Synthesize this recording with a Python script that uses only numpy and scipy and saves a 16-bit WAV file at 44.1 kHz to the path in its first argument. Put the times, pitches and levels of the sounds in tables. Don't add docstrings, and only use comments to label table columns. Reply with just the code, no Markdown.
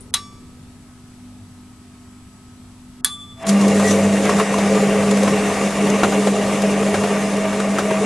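import sys
import numpy as np
from scipy import signal
from scipy.io import wavfile
from scipy.ndimage import uniform_filter1d

SR = 44100
rng = np.random.default_rng(int(sys.argv[2]) if len(sys.argv) > 2 else 0)


def log_audio(samples):
    frames = np.atleast_2d(samples).T
    limited = np.clip(frames, -1, 1)
    pcm = np.round(limited * 32767).astype(np.int16)
    wavfile.write(sys.argv[1], SR, pcm)


def field_ratio(decibels):
    return 10 ** (np.asarray(decibels, dtype=float) / 20)


N = 355005


def evened(x):
    return x / np.sqrt(np.mean(x ** 2) + 1e-20)


def read(points, hz):
    f, value = np.transpose(points)
    return np.interp(np.log(hz + 1), np.log(f + 1), value)


def add(mix, s, sound):
    part = mix[..., max(round(s * SR), 0):][..., :sound.shape[-1]]
    part += sound[..., :part.shape[-1]]


def wander(rate):
    return evened(np.interp(np.arange(N) * rate / SR, np.arange(400), rng.standard_normal(400)))


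def resonate(x, hz, width):
    turn = np.exp(2j * np.pi * np.cumsum(hz * np.ones(x.shape[-1])) / SR)
    r = np.exp(-np.pi * abs(width) / SR)
    return 2 * (turn * signal.lfilter([1 - r], [1, -r], x / turn)).real


def rung(force, modes, sway_db=0):
    out = 0
    for hz, width, db in modes:
        mode = resonate(resonate(force, hz, width), hz, 3 * width)
        out = out + field_ratio(db + sway_db * wander(5)) * evened(mode)
    return out


def twins(t, hz, db, t60, gap_hz, share):
    turns = hz * t + rng.random() + np.array([[0], [hz / 60000]])
    pair = np.sin(2 * np.pi * turns) + share * np.sin(2 * np.pi * (turns + gap_hz * t))
    return pair * field_ratio(db - 60 * t / t60) * np.minimum(t * hz / 6, 1)


def bumps(rows):
    t = np.arange(N) / SR
    return sum(db * np.exp(-((t - s) / width) ** 2) for s, width, db in rows)


# (frequency [Hz], left over right [dB])
LEAN = [(60, 0.5), (170, 1.4), (500, 0.1), (1450, 1.3), (4190, 0.2), (12100, 2.9)]


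def noise(spectrum, same, patchy_db, size=1024):
    hz = np.fft.rfftfreq(size, 1 / SR)
    a, b, c, d, patches = rng.standard_normal((4 * N // size + 5, len(hz), 5)).T
    patches = evened(uniform_filter1d(uniform_filter1d(patches, size=8, axis=0), size=10, axis=1))
    like = np.clip(read(same, hz), -1, 1)[:, None]
    left = a + 1j * b
    right = like * left + np.sqrt(1 - like ** 2) * (c + 1j * d)
    lean = field_ratio(np.array([.5, -.5])[:, None, None] * read(LEAN, hz)[:, None])
    z = np.array([left, right]) * lean * field_ratio(read(spectrum, hz)[:, None] + patchy_db * patches)
    return signal.istft(z, nperseg=size, noverlap=3 * size // 4)[1][:, :N]


# (time [s], level [dB])
MURMUR = [
    (0.0, -40.5),
    (0.24, -42),
    (0.44, -42),
    (0.94, -44.5),
    (2.14, -45),
    (3.01, -44.5),
    (3.35, -43.5),
]
# (frequency [Hz], density [dB per Hz])
AIR = [(15, -23), (25, -14), (102, -10.5), (151, -11.5), (247, -14.5), (296, -19.5), (449, -16),
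       (1180, -19.5), (1270, -21), (1380, -22), (1650, -23), (7100, -27), (8080, -25), (11300, -29.5),
       (12600, -39), (16400, -81), (22000, -120)]
AIR_DB = -50.5
# (frequency [Hz], level [dB])
TONES = [(96.9, -50.5), (199.2, -52.5), (247.6, -44.5), (296.1, -58), (393.0, -63), (699.8, -73.5),
         (1281, -62.5), (7800, -66), (7827, -77), (7849, -82)]
# (frequency [Hz], left-right likeness [0-1])
AIR_SAME = [(60, 0.91), (170, 0.98), (500, 0.8), (1450, 0.72), (4190, 0.15), (12100, 0.11)]


def kitchen():
    t = np.arange(N) / SR
    air = noise(AIR, AIR_SAME, 1.0, size=2048)
    low = signal.sosfilt(signal.butter(4, 470, fs=SR, output="sos"), air)
    murmur_db = np.interp(t, *np.transpose(MURMUR)) - 1.0
    out = field_ratio(AIR_DB) * evened(air - low) + field_ratio(murmur_db) * evened(low)
    for hz, db in TONES:
        phase = 2 * np.pi * np.cumsum(hz * (1 + .002 * wander(3))) / SR
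        out += field_ratio(db + 1.5 + 1.9 * wander(6.3)) * np.sin(phase)
    return out


# (time [s], level [dB], t60 [s], crack colour [index, rounded])
BLOWS = [(0.007, -41.5, 0.13, 2), (0.1395, -9, 0.03, 0), (0.1425, -13.5, 0.031, 0.5),
         (0.146, -25, 0.14, -0.5), (0.157, -31, 0.022, -3), (0.144, -24, 0.16, 3), (3.0458, -2, 0.0099, 1),
         (3.0483, -5.5, 0.011, 1), (3.0515, -23.5, 0.1, 0.5), (3.06, -29, 0.17, 0.5),
         (3.049, -33.5, 0.21, 3)]
# (frequency [Hz], density [dB per Hz])
CRACKS = [
    [(240, -64), (400, -5), (1100, -15.5), (2540, -20), (2810, -22), (3970, -8.5), (4650, -21), (5070, -14),
     (5860, -18), (6390, -13), (7810, -19), (9430, -14), (12600, -27), (16400, -64.5), (22000, -120)],
    [(240, -60), (400, -34), (1640, -8.5), (2200, -15), (2570, -38), (3380, -13), (3690, -14), (4200, -7),
     (5690, -23), (7060, -10), (7700, -14), (9990, 1), (12600, -20), (16400, -54), (22000, -120)],
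    [(2940, -55), (5000, -25), (8320, -9), (9490, 3), (11600, -18), (12600, -33), (16400, -63),
     (22000, -120)],
    [(600, -3), (1500, 0), (2500, -3), (4200, 2.5), (6000, -15), (10000, -14), (12600, -22), (16400, -70.5)],
]
# (frequency [Hz], left-right likeness [0-1])
CRACK_SAME = [(500, 1), (3000, 1), (12000, 0.8)]


def contacts():
    out, t = np.zeros((2, N)), np.arange(SR // 4) / SR
    cracks = [evened(noise(c, CRACK_SAME, 0.57, size=1024)) for c in CRACKS]
    no_bass = signal.butter(4, 1000, "high", fs=SR, output="sos")
    for k, (s, db, t60, colour) in enumerate(BLOWS):
        burst = cracks[round(colour)][:, k * len(t):][:, :len(t)]
        burst = burst * field_ratio(db - 60 * t / t60) * np.minimum(t / 0.00017, 1)
        add(out, s, signal.sosfilt(no_bass, burst))
    return out


# (time [s], level [dB], rebound delay [s], rebound level [dB])
CASE_HITS = [
    (0.1393, -12.5, .0025, -4),
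    (3.0455, -11.5, 0.001895, -4),
]
# (frequency [Hz], level [dB], t60 [s])
CASES = [
    [(3460, -6, 0.062), (3980, 2, 0.038), (5080, -1, 0.032), (5566, -21, 0.28), (6223, -1, 0.023),
     (7400, -18, 0.064), (8280, -21, 0.077), (8710, -17, 0.035), (9329, -10, 0.035), (10800, -20, 0.082),
     (11540, -18, 0.033)],
    [(1676, -16, 0.07), (3408, -2, 0.044), (4204, -14, 0.054), (4538, -8, 0.036), (5300, -2, 0.0066),
     (6293, -9, 0.023), (7050, -5, 0.017), (8301, -9, 0.049), (8780, -21, 0.47), (9250, -15, 0.037),
     (9780, -7, 0.036), (10300, -5, 0.029), (11960, -16, 0.046)],
]


def cases():
    out, t = np.zeros((2, N)), np.arange(SR // 8) / SR
    for modes, (s, db, rebound_s, rebound_db) in zip(CASES, CASE_HITS):
        for at, hit_db in ((s, db), (s + rebound_s, db + rebound_db)):
            for hz, mode_db, t60 in modes:
                add(out, at, twins(t, hz, hit_db + mode_db, min(t60, .08), 0, 0))
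    return out * field_ratio(np.array([[.8], [-.8]]))


# (time [s], frequency [Hz], level [dB], t60 [s], twin gap [Hz])
COVERS = [
    (0.1445, 3910, -18, 0.11, 74),
    (0.141, 3300, -19, 0.06, 270),
    (0.141, 4970, -21, 0.05, 110),
    (0.1396, 3920, -15, 0.03, 40),
    (0.14, 9300, -12, 0.022, 290),
    (3.047, 4215, -26.5, 0.14, 400),
    (3.046, 14300, -14, 0.012, 1300),
    (3.047, 1500, -34, 0.16, 223),
]


def covers():
    out, t = np.zeros((2, N)), np.arange(SR // 4) / SR
    for s, hz, db, t60, gap_hz in COVERS:
        add(out, s, twins(t, hz, db, t60, gap_hz, 0.8))
    return out


# (frequency [Hz], level [dB], t60 [s])
RINGS = [
    [(1163, 0, 0.62), (2309, -24, 1.2), (3456, -11, 0.57), (3865, -11, 0.23), (4613, -18, 0.71),
     (5055, -18, 0.24), (5523, -9, 0.49), (6535, -17, 0.71), (7477, -21, 0.5), (7827, -26, 0.79),
     (8947, -15, 0.41), (10650, -22, 0.35)],
    [(1174, -5, 1.1), (3467, 1, 0.95), (4587, -28, 1.2), (6508, -26, 1.1), (7450, -15, 0.68),
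     (8414, -22, 0.43), (8909, -11, 0.29), (9609, -17, 0.42), (9841, -19, 0.39), (10300, -20, 0.55),
     (10550, -12, 0.26), (10790, -19, 0.41)],
]
# (time [s], level [dB], treble lift [dB per octave], lowest mode's twin gap [Hz] and
# twin share [0-1], other modes' twin gap [Hz] and twin share [0-1], pan [dB])
RING_HITS = [
    (0.14, -33, 1.6, 5.0, .1, 9.0, .15, .6),
    (3.046, -33.5, 2.5, 14.6, .45, 11.2, .4, 1.5),
]


def springs():
    out, t = np.zeros((2, N)), np.arange(SR) / SR
    for modes, (s, db, lift_db, low_gap_hz, low_share, gap_hz, share, pan_db) in zip(RINGS, RING_HITS):
        pan = field_ratio(np.array([[pan_db / 2], [-pan_db / 2]]))
        for k, (hz, mode_db, t60) in enumerate(modes):
            twin = (gap_hz, share) if k else (low_gap_hz, low_share)
            start_db = db + mode_db + lift_db * np.log2(hz / 1000) + 1.5 / t60
            add(out, s, twins(t, hz, start_db, t60, *twin) * np.minimum(t / 0.016, 1) * pan)
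    return out


# (time [s], pull of the field [dB])
LOAD = [(3.52, -14.5), (3.67, -13.5), (3.73, -18), (4.14, -18), (4.39, -20.5), (4.44, -27.5), (4.65, -18.5),
        (5.26, -19.5), (5.59, -25.5), (5.66, -19.5), (5.73, -27.5), (5.83, -18.5), (6.11, -24), (6.14, -21),
        (6.57, -24), (6.61, -21), (7.53, -24.5), (8.05, -22.5)]
# (time [s], shaking [dB])
SHAKE = [(3.5, -28), (3.75, -18.5), (4.11, -20.5), (4.4, -14), (4.45, -21.5), (4.78, -18.5), (5.67, -19),
         (5.7, -25), (5.86, -17), (6.0, -20), (6.05, -18), (6.06, -16.5), (6.57, -21.5), (6.96, -20),
         (7.72, -25.5), (7.93, -23), (7.99, -22.5), (8.05, -22)]
USUAL_LOAD_DB, USUAL_SHAKE_DB = -19, -20
SWITCH_S, CLIMB_DB_PER_S = 3.36, 291
LAYERS = {"hum": (3.5, -19, 1.0, 0.07, 0), "octave": (3.5, -45, 0.3, .5, -2),
          "rumble": (3.5, -26, -0.07, 0.42, -0.2), "hiss": (3.5, -33.5, -0.03, 0.33, -.5),
          "thud": (3.5, -21, 0.33, 0.5, 0.04), "low": (3, -27.5, 0.5, 0.3, -0.2),
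          "middle": (3.5, -31.5, 0.3, -0.5, -2.2), "high": (3.5, -34, 0.7, -0.95, 0.15)}


def strength(layer, extra_db=0):
    t = np.arange(N) / SR
    full_s, db, load_share, shake_share, drift_db = LAYERS[layer]
    load_db = np.interp(t, *np.transpose(LOAD)) - USUAL_LOAD_DB
    shake_db = np.interp(t, *np.transpose(SHAKE)) - USUAL_SHAKE_DB
    climb_db = CLIMB_DB_PER_S * np.minimum(t - full_s, 0)
    db = db + load_share * load_db + shake_share * shake_db + drift_db * (t - 5.5) + climb_db
    return field_ratio(db + extra_db) * (t > SWITCH_S)


SHAFT_HZ = 8.55


def wobble(per_turn, top_s):
    return np.cos(2 * np.pi * per_turn * SHAFT_HZ * (np.arange(N) / SR - top_s))


MAINS_HZ = 50.03


def current_pulse():
    return np.cos(4 * np.pi * MAINS_HZ * np.arange(N) / SR)


# (mains multiple, level [dB])
HUM = [(4, 0), (6, -19), (8, -22), (10, -22), (12, -26), (16, -28)]
# (time [s], half width [s], change [dB])
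LURCHES = [
    (3.78, 0.18, 7.5),
    (4.05, 0.13, 9),
    (5.12, 0.12, 7),
    (5.74, 0.054, -18),
    (6.06, 0.054, 15),
    (6.85, .04, 5),
    (6.97, 0.053, 16),
    (7.9, .05, 6),
]
HUM_GRIP_S, HUM_TOP_S = 3.48, 4.985
HUM_WOBBLE_DB, OCTAVE_SWAY_DB = 1.0, 2.5


def motor_hum():
    t = np.arange(N) / SR
    grip_db = CLIMB_DB_PER_S * np.minimum(t - HUM_GRIP_S, 0)
    hum_gain = strength("hum", grip_db + HUM_WOBBLE_DB * wobble(0.98, HUM_TOP_S))
    octave_gain = strength("octave", bumps(LURCHES) + OCTAVE_SWAY_DB * wander(11))
    hum = np.zeros(N)
    for k, db in HUM:
        turns = k * MAINS_HZ * t + 0.0098 * wander(5.1) + rng.random()
        hum += field_ratio(db + 1.15 * wander(14)) * np.sin(2 * np.pi * turns)
    return field_ratio(4.0) * hum_gain * hum + field_ratio(1.5) * octave_gain * current_pulse()


# (frequency [Hz], density [dB per Hz])
RUMBLE = [(410, -14), (700, 2), (795, -5.5), (890, -3.5), (1050, -4.5), (1170, -5), (1320, -8),
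          (1660, -7.5), (1870, -7.5), (2010, -6), (2450, -8), (2760, -9.5), (3230, -15.5), (3640, -18.5),
          (4200, -34), (5460, -34), (9240, -120)]
# (frequency [Hz], left-right likeness [0-1])
SAME = [(60, 0.95), (150, 0.93), (350, 1.0), (850, 0.99), (2070, 0.96), (5010, 0.76), (12100, 0.52)]
# (frequency [Hz], width [Hz], level [dB])
HOUSING = [(1170, 117, -14.5), (1868, 71, -18.5), (2240, 65, -25.5), (2778, 51, -18.5)]
# (time [s], half width [s], change [dB])
JOLT = [
    (3.42, 0.065, 10.8),
    (3.41, 0.027, 2.4),
]


def housing_rumble():
    rumble = evened(noise(RUMBLE, SAME, 1.22))
    rumble = rumble + rung(rumble, HOUSING, sway_db=0.0)
    rumble = evened(rumble * (1 + 0.043 * current_pulse()) * field_ratio(0.98 * wander(40)))
    grit = field_ratio(1.2 * np.minimum(rng.exponential(1, N), 5)) * (rng.random(N) < 150 / SR)
    chatter = signal.oaconvolve(grit, np.exp(-np.arange(400) / 90))[:N]
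    return strength("rumble", bumps(JOLT)) * evened(rumble * (1 + 0.09 * chatter))


# (frequency [Hz], density [dB per Hz])
HISS = [(2060, -22), (3500, -4), (3650, -2), (4180, -5), (5580, -2.5), (6040, -1.5), (7020, -1), (7570, -3),
        (8200, -2.5), (11100, -8.5), (12600, -25.5), (16400, -55), (22000, -120)]
# (frequency [Hz], width [Hz], level [dB])
BRUSHES = [(6190, 44, -20.5), (7070, 300, -21), (8070, 110, -17), (3750, 31, -34), (9715, 100, -26)]
# (time [s], half width [s], change [dB])
SPARKS = [
    (3.425, 0.065, 9.5),
    (3.49, 0.02, 9.5),
    (3.89, 0.057, 5.5),
]


def brush_hiss():
    hiss = evened(noise(HISS, SAME, 1.5))
    hiss = hiss + rung(hiss, BRUSHES, sway_db=-1.5)
    hiss = evened(hiss * (1 + 0.078 * current_pulse()) * field_ratio(0.61 * wander(45)))
    return field_ratio(0.84) * strength("hiss", bumps(SPARKS)) * hiss


PUSH_S = 0.017


def pushes(rows):
    t = np.arange(N) / SR
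    return sum(field_ratio(db - 9.0) * np.exp(-((t - s) / PUSH_S) ** 2) for s, db in rows)


# (frequency [Hz], density [dB per Hz])
LOW = [(35, -58), (60, -36), (145, -11), (197, -7), (250, -7), (355, -11.5), (426, -2), (480, -6.5),
       (641, -8), (900, -28), (1170, -55), (1980, -120)]
# (frequency [Hz], width [Hz], level [dB])
SMALL_PANELS = [(155, 25, -12), (297.4, 28, -9), (667, 42, -15), (787, 30, -11.5)]
# (frequency at first [Hz], frequency nearer the motor [Hz], width [Hz])
PANELS = [
    (428, 421, 12),
    (538, 543, 10),
    (660, 642, 6),
]
# (time [s], half width [s], change [dB])
SLACKS = [(3.58, 0.076, -16), (3.91, 0.022, -8), (4.12, 0.048, -7), (4.5, 0.059, -3.5), (4.63, 0.036, -17),
          (4.8, 0.088, 1), (5.19, 0.022, -10), (5.28, 0.014, -5), (5.58, 0.021, -10), (5.72, 0.038, -11),
          (6.54, 0.067, 1), (7.49, .04, -8.5)]
# (time [s], half width [s], change [dB])
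BUZZES = [
    (3.44, 0.064, 6),
    (4.38, .06, 6.5),
    (4.57, 0.036, 9.7),
    (4.72, 0.032, 5.6),
    (6.35, 0.08, 4.1),
    (6.65, 0.015, 5.8),
    (7.0, 0.14, 3.8),
    (7.46, 0.044, 12),
    (7.93, 0.052, 9.8),
]
# (time [s], level [dB])
LOW_PUSHES = [(3.696, -18), (3.761, -14.5), (3.858, -16), (3.955, -13.5), (4.004, -23), (4.062, -25),
              (4.256, -21), (4.296, -19), (4.383, -23), (4.424, -15), (4.523, -21), (4.719, -15),
              (4.768, -14), (4.841, -13.5), (4.889, -22), (4.965, -15), (5.006, -20), (5.075, -15),
              (5.126, -17), (5.183, -27), (5.232, -18.5), (5.339, -12), (5.421, -16.5), (5.465, -22),
              (5.528, -22), (5.625, -15.5), (5.843, -13), (5.906, -18), (5.94, -18), (6.015, -21),
              (6.084, -12), (6.185, -13.5), (6.225, -19), (6.273, -17), (6.349, -18), (6.398, -18),
              (6.482, -21), (6.651, -17.5), (6.739, -18), (6.815, -17), (6.873, -19), (6.93, -21),
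              (6.994, -18), (7.044, -21), (7.115, -16), (7.168, -25), (7.238, -19), (7.281, -24),
              (7.34, -23), (7.381, -16.5), (7.453, -23), (7.557, -22), (7.594, -23), (7.682, -24),
              (7.745, -24), (7.849, -22), (7.917, -15.5), (8.028, -16)]
# (time [s], level [dB])
MIDDLE_PUSHES = [(3.635, -28), (3.693, -26), (3.76, -24), (3.84, -21), (3.948, -25), (4.0, -24),
                 (4.172, -33), (4.202, -22), (4.236, -27), (4.364, -23), (4.417, -25), (4.532, -24),
                 (4.603, -28), (4.722, -23), (4.763, -19), (4.836, -22), (4.89, -33), (4.929, -23),
                 (4.987, -18), (5.127, -18), (5.232, -15), (5.321, -24), (5.651, -27), (5.884, -27),
                 (6.01, -24), (6.045, -19), (6.144, -20), (6.276, -20), (6.4, -26), (6.475, -22),
                 (6.646, -26), (6.767, -30), (6.866, -24), (6.942, -32), (6.982, -26), (7.159, -26),
                 (7.337, -22), (7.56, -29), (7.657, -22), (7.795, -31)]
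PANEL_SWAY_DB, PANEL_THROB_DB, PANEL_TOP_S, PANEL_WAVER_HZ = 2.1, 3.4, 4.772, 2.85


def cabinet():
    t = np.arange(N) / SR
    slack_db = bumps(SLACKS)
    throb_db = PANEL_THROB_DB * wobble(1.8, PANEL_TOP_S)
    own_dbs = {"low": throb_db, "middle": .5 * throb_db, "high": bumps(BUZZES)}
    low, middle, high = [strength(name, slack_db + own_db + PANEL_SWAY_DB * wander(26))
                         for name, own_db in own_dbs.items()]
    wake = np.clip((t - 3.42) / .15, 0, 1)
    low = field_ratio(-9.0) * low * wake + pushes(LOW_PUSHES)
    middle = field_ratio(-5.5) * middle * wake + pushes(MIDDLE_PUSHES)
    force = noise([(20, 9), (2000, -2), (3000, -40)], SAME, 0.94, size=2048)
    thud = evened(noise(LOW, SAME, 0.98, size=2048)) + rung(force, SMALL_PANELS, sway_db=1.0)
    out = field_ratio(-3.0) * strength("thud") * evened(thud)
    near = np.clip((t - 4.8) / 1.23, 0, 1)
    for gain, (far_hz, near_hz, width) in zip((low, middle, high), PANELS):
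        hz = far_hz + near * (near_hz - far_hz) + PANEL_WAVER_HZ * wander(9)
        panel = rung(force, [(hz, width, 0)])
        level = np.sqrt(uniform_filter1d((panel ** 2).mean(0), size=900) + 0.033)
        out += field_ratio(3.0) * gain * panel / level
    return out


# (time [s], peak level [dB], pitch [Hz], treble level [dB], t60 [s])
KNOCKS = [(3.425, -47, 1860, 1, 0.023), (3.441, -24.5, 695, -30, 0.036), (3.466, -23.5, 1170, 0.5, 0.047),
          (3.49, -21.5, 1250, 7.5, 0.033), (3.611, -26, 910, 1, 0.05), (3.679, -37, 1140, 13.5, 0.047),
          (3.761, -28, 1180, -10, .04), (3.795, -18, 1270, -11, 0.071), (4.252, -15, 1280, -10, 0.039),
          (4.291, -14.5, 1100, -13, 0.091), (4.384, -18, 1290, -19, 0.06), (4.396, -12, 1170, -21, 0.082),
          (4.54, -16, 1120, -13, 0.048), (4.582, -15, 760, -13, 0.07), (4.841, -23, 1110, -12, .04),
          (5.109, -19, 1210, -4, 0.046), (5.17, -22, 1920, -3, .04), (5.229, -22, 1120, -3.5, 0.064),
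          (5.275, -18, 1050, -13, 0.12), (5.704, -23, 1110, -7, .04), (5.869, -18, 1130, -12, .04),
          (5.899, -36, 1080, 15, 0.031), (6.031, -8.5, 1360, -16.5, 0.087), (6.044, -13, 520, -23, 0.039),
          (6.122, -14.5, 1140, -19, .04), (6.143, -25, 1130, -12, .04), (6.269, -15, 600, -14, 0.1),
          (6.619, -27, 1120, 3, 0.042), (6.827, -19, 1190, -16, .04), (6.94, -14, 720, -16, 0.11),
          (7.035, -17, 715, -16, 0.13), (7.216, -25, 923, -16, .04), (7.332, -22, 980, -21, 0.044),
          (7.529, -21, 996, -16, 0.067), (7.599, -18.5, 1320, -11, 0.06), (7.783, -16, 1400, -11, 0.11),
          (7.907, -13.5, 900, -20, 0.048), (7.939, -22, 990, -18, 0.054), (7.366, -32, 3020, 3, .03),
          (3.908, -16, 533, -5, 0.056)]


def drum_knocks():
    out, t = np.zeros((2, N)), np.arange(SR // 5) / SR
    rattle = evened(noise(HISS, SAME, 0.77, size=256))
    shove_colour = [(150, -21), (400, 5.5), (1500, -7.5), (4000, -17), (6000, -34.0)]  # (Hz, dB per Hz)
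    shove = evened(noise(shove_colour, SAME, 1.1, size=256))
    for k, (s, db, hz, treble_db, t60) in enumerate(KNOCKS):
        at = slice(k * len(t), (k + 1) * len(t))
        shape = field_ratio(db + 2.5 - 60 * t / t60) * np.minimum(t / 0.0033, 1)
        thud = shove[:, at] + 0.49 * evened(resonate(shove[:, at], hz, 160))
        thud = thud / np.sqrt(np.mean(thud[:, :600] ** 2))
        add(out, s, shape * (thud + field_ratio(treble_db) * rattle[:, at]))
    return out


# (start time [s], end time [s], frequency [Hz], waver [Hz], level [dB])
SQUEAK = [
    (3.832, 3.915, 1922, 18, -22),
    (3.866, 3.925, 5830, 40, -33),
    (3.872, 3.89, 6130, 60, -27),
    (3.895, 3.94, 6130, 20, -26),
    (3.89, 3.925, 6820, 70, -32),
]


def belt_squeak():
    out = np.zeros((2, N))
    for s0, s1, hz, waver_hz, db in SQUEAK:
        span = round((s1 - s0) * SR)
        tone = np.sin(2 * np.pi * np.cumsum(hz + waver_hz * wander(50)[::8][:span]) / SR)
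        level = field_ratio(db + 2.0 * wander(39)[::8][:span])
        add(out, s0, level * tone * signal.windows.tukey(span, .6))
    return out


def scene():
    relays = contacts() + cases() + covers() + springs()
    motor = motor_hum() + housing_rumble() + brush_hiss()
    return kitchen() + relays + motor + cabinet() + drum_knocks() + belt_squeak()


def roll_off(x):
    return signal.sosfilt(signal.butter(12, 13100, fs=SR, output="sos"), x)


# (start time [s], end time [s], above [Hz], share lost [0-1])
STARVED = [
    (.11, .131, 1350, .98),
    (3.011, 3.039, 1700, .98),
    (3.436, 3.465, 4200, .6),
    (3.439, 3.45, 4200, .7),
    (3.52, 8.05, 13200, 1),
]
# (from [Hz], to [Hz], time kept at rest [0-1], time kept with motor on [0-1])
FLUTTER = [(11700, 12150, 1, .8), (12150, 12400, 1, .65), (12400, 12750, .08, .5), (12750, 13500, 0, .2)]


def record(dry):
    t, out = np.arange(N) / SR, np.clip(dry, -1, 1)
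    for s0, s1, hz, lost in STARVED:
        dull = signal.sosfiltfilt(signal.butter(6, hz, fs=SR, output="sos"), out)
        out = out + (dull - out) * uniform_filter1d(lost * ((t > s0) & (t < s1)), size=100)
    hz, s, z = signal.stft(out, SR, nperseg=1024)
    struck = sum(abs(s - hit[0]) < .03 for hit in CASE_HITS)
    running = s > 3.5
    for lo_hz, hi_hz, kept_rest, kept in FLUTTER:
        chance = np.repeat(rng.random(len(s) // 5 + 1), 5)[:len(s)]
        on = chance < np.where(running, kept, kept_rest + struck)
        z[:, (hz > lo_hz) & (hz <= hi_hz)] *= on * np.where(running, kept ** -.5, 1)
    return roll_off(signal.istft(z, SR, nperseg=1024)[1][:, :N])


dry = scene()
out = record(dry)
log_audio(out)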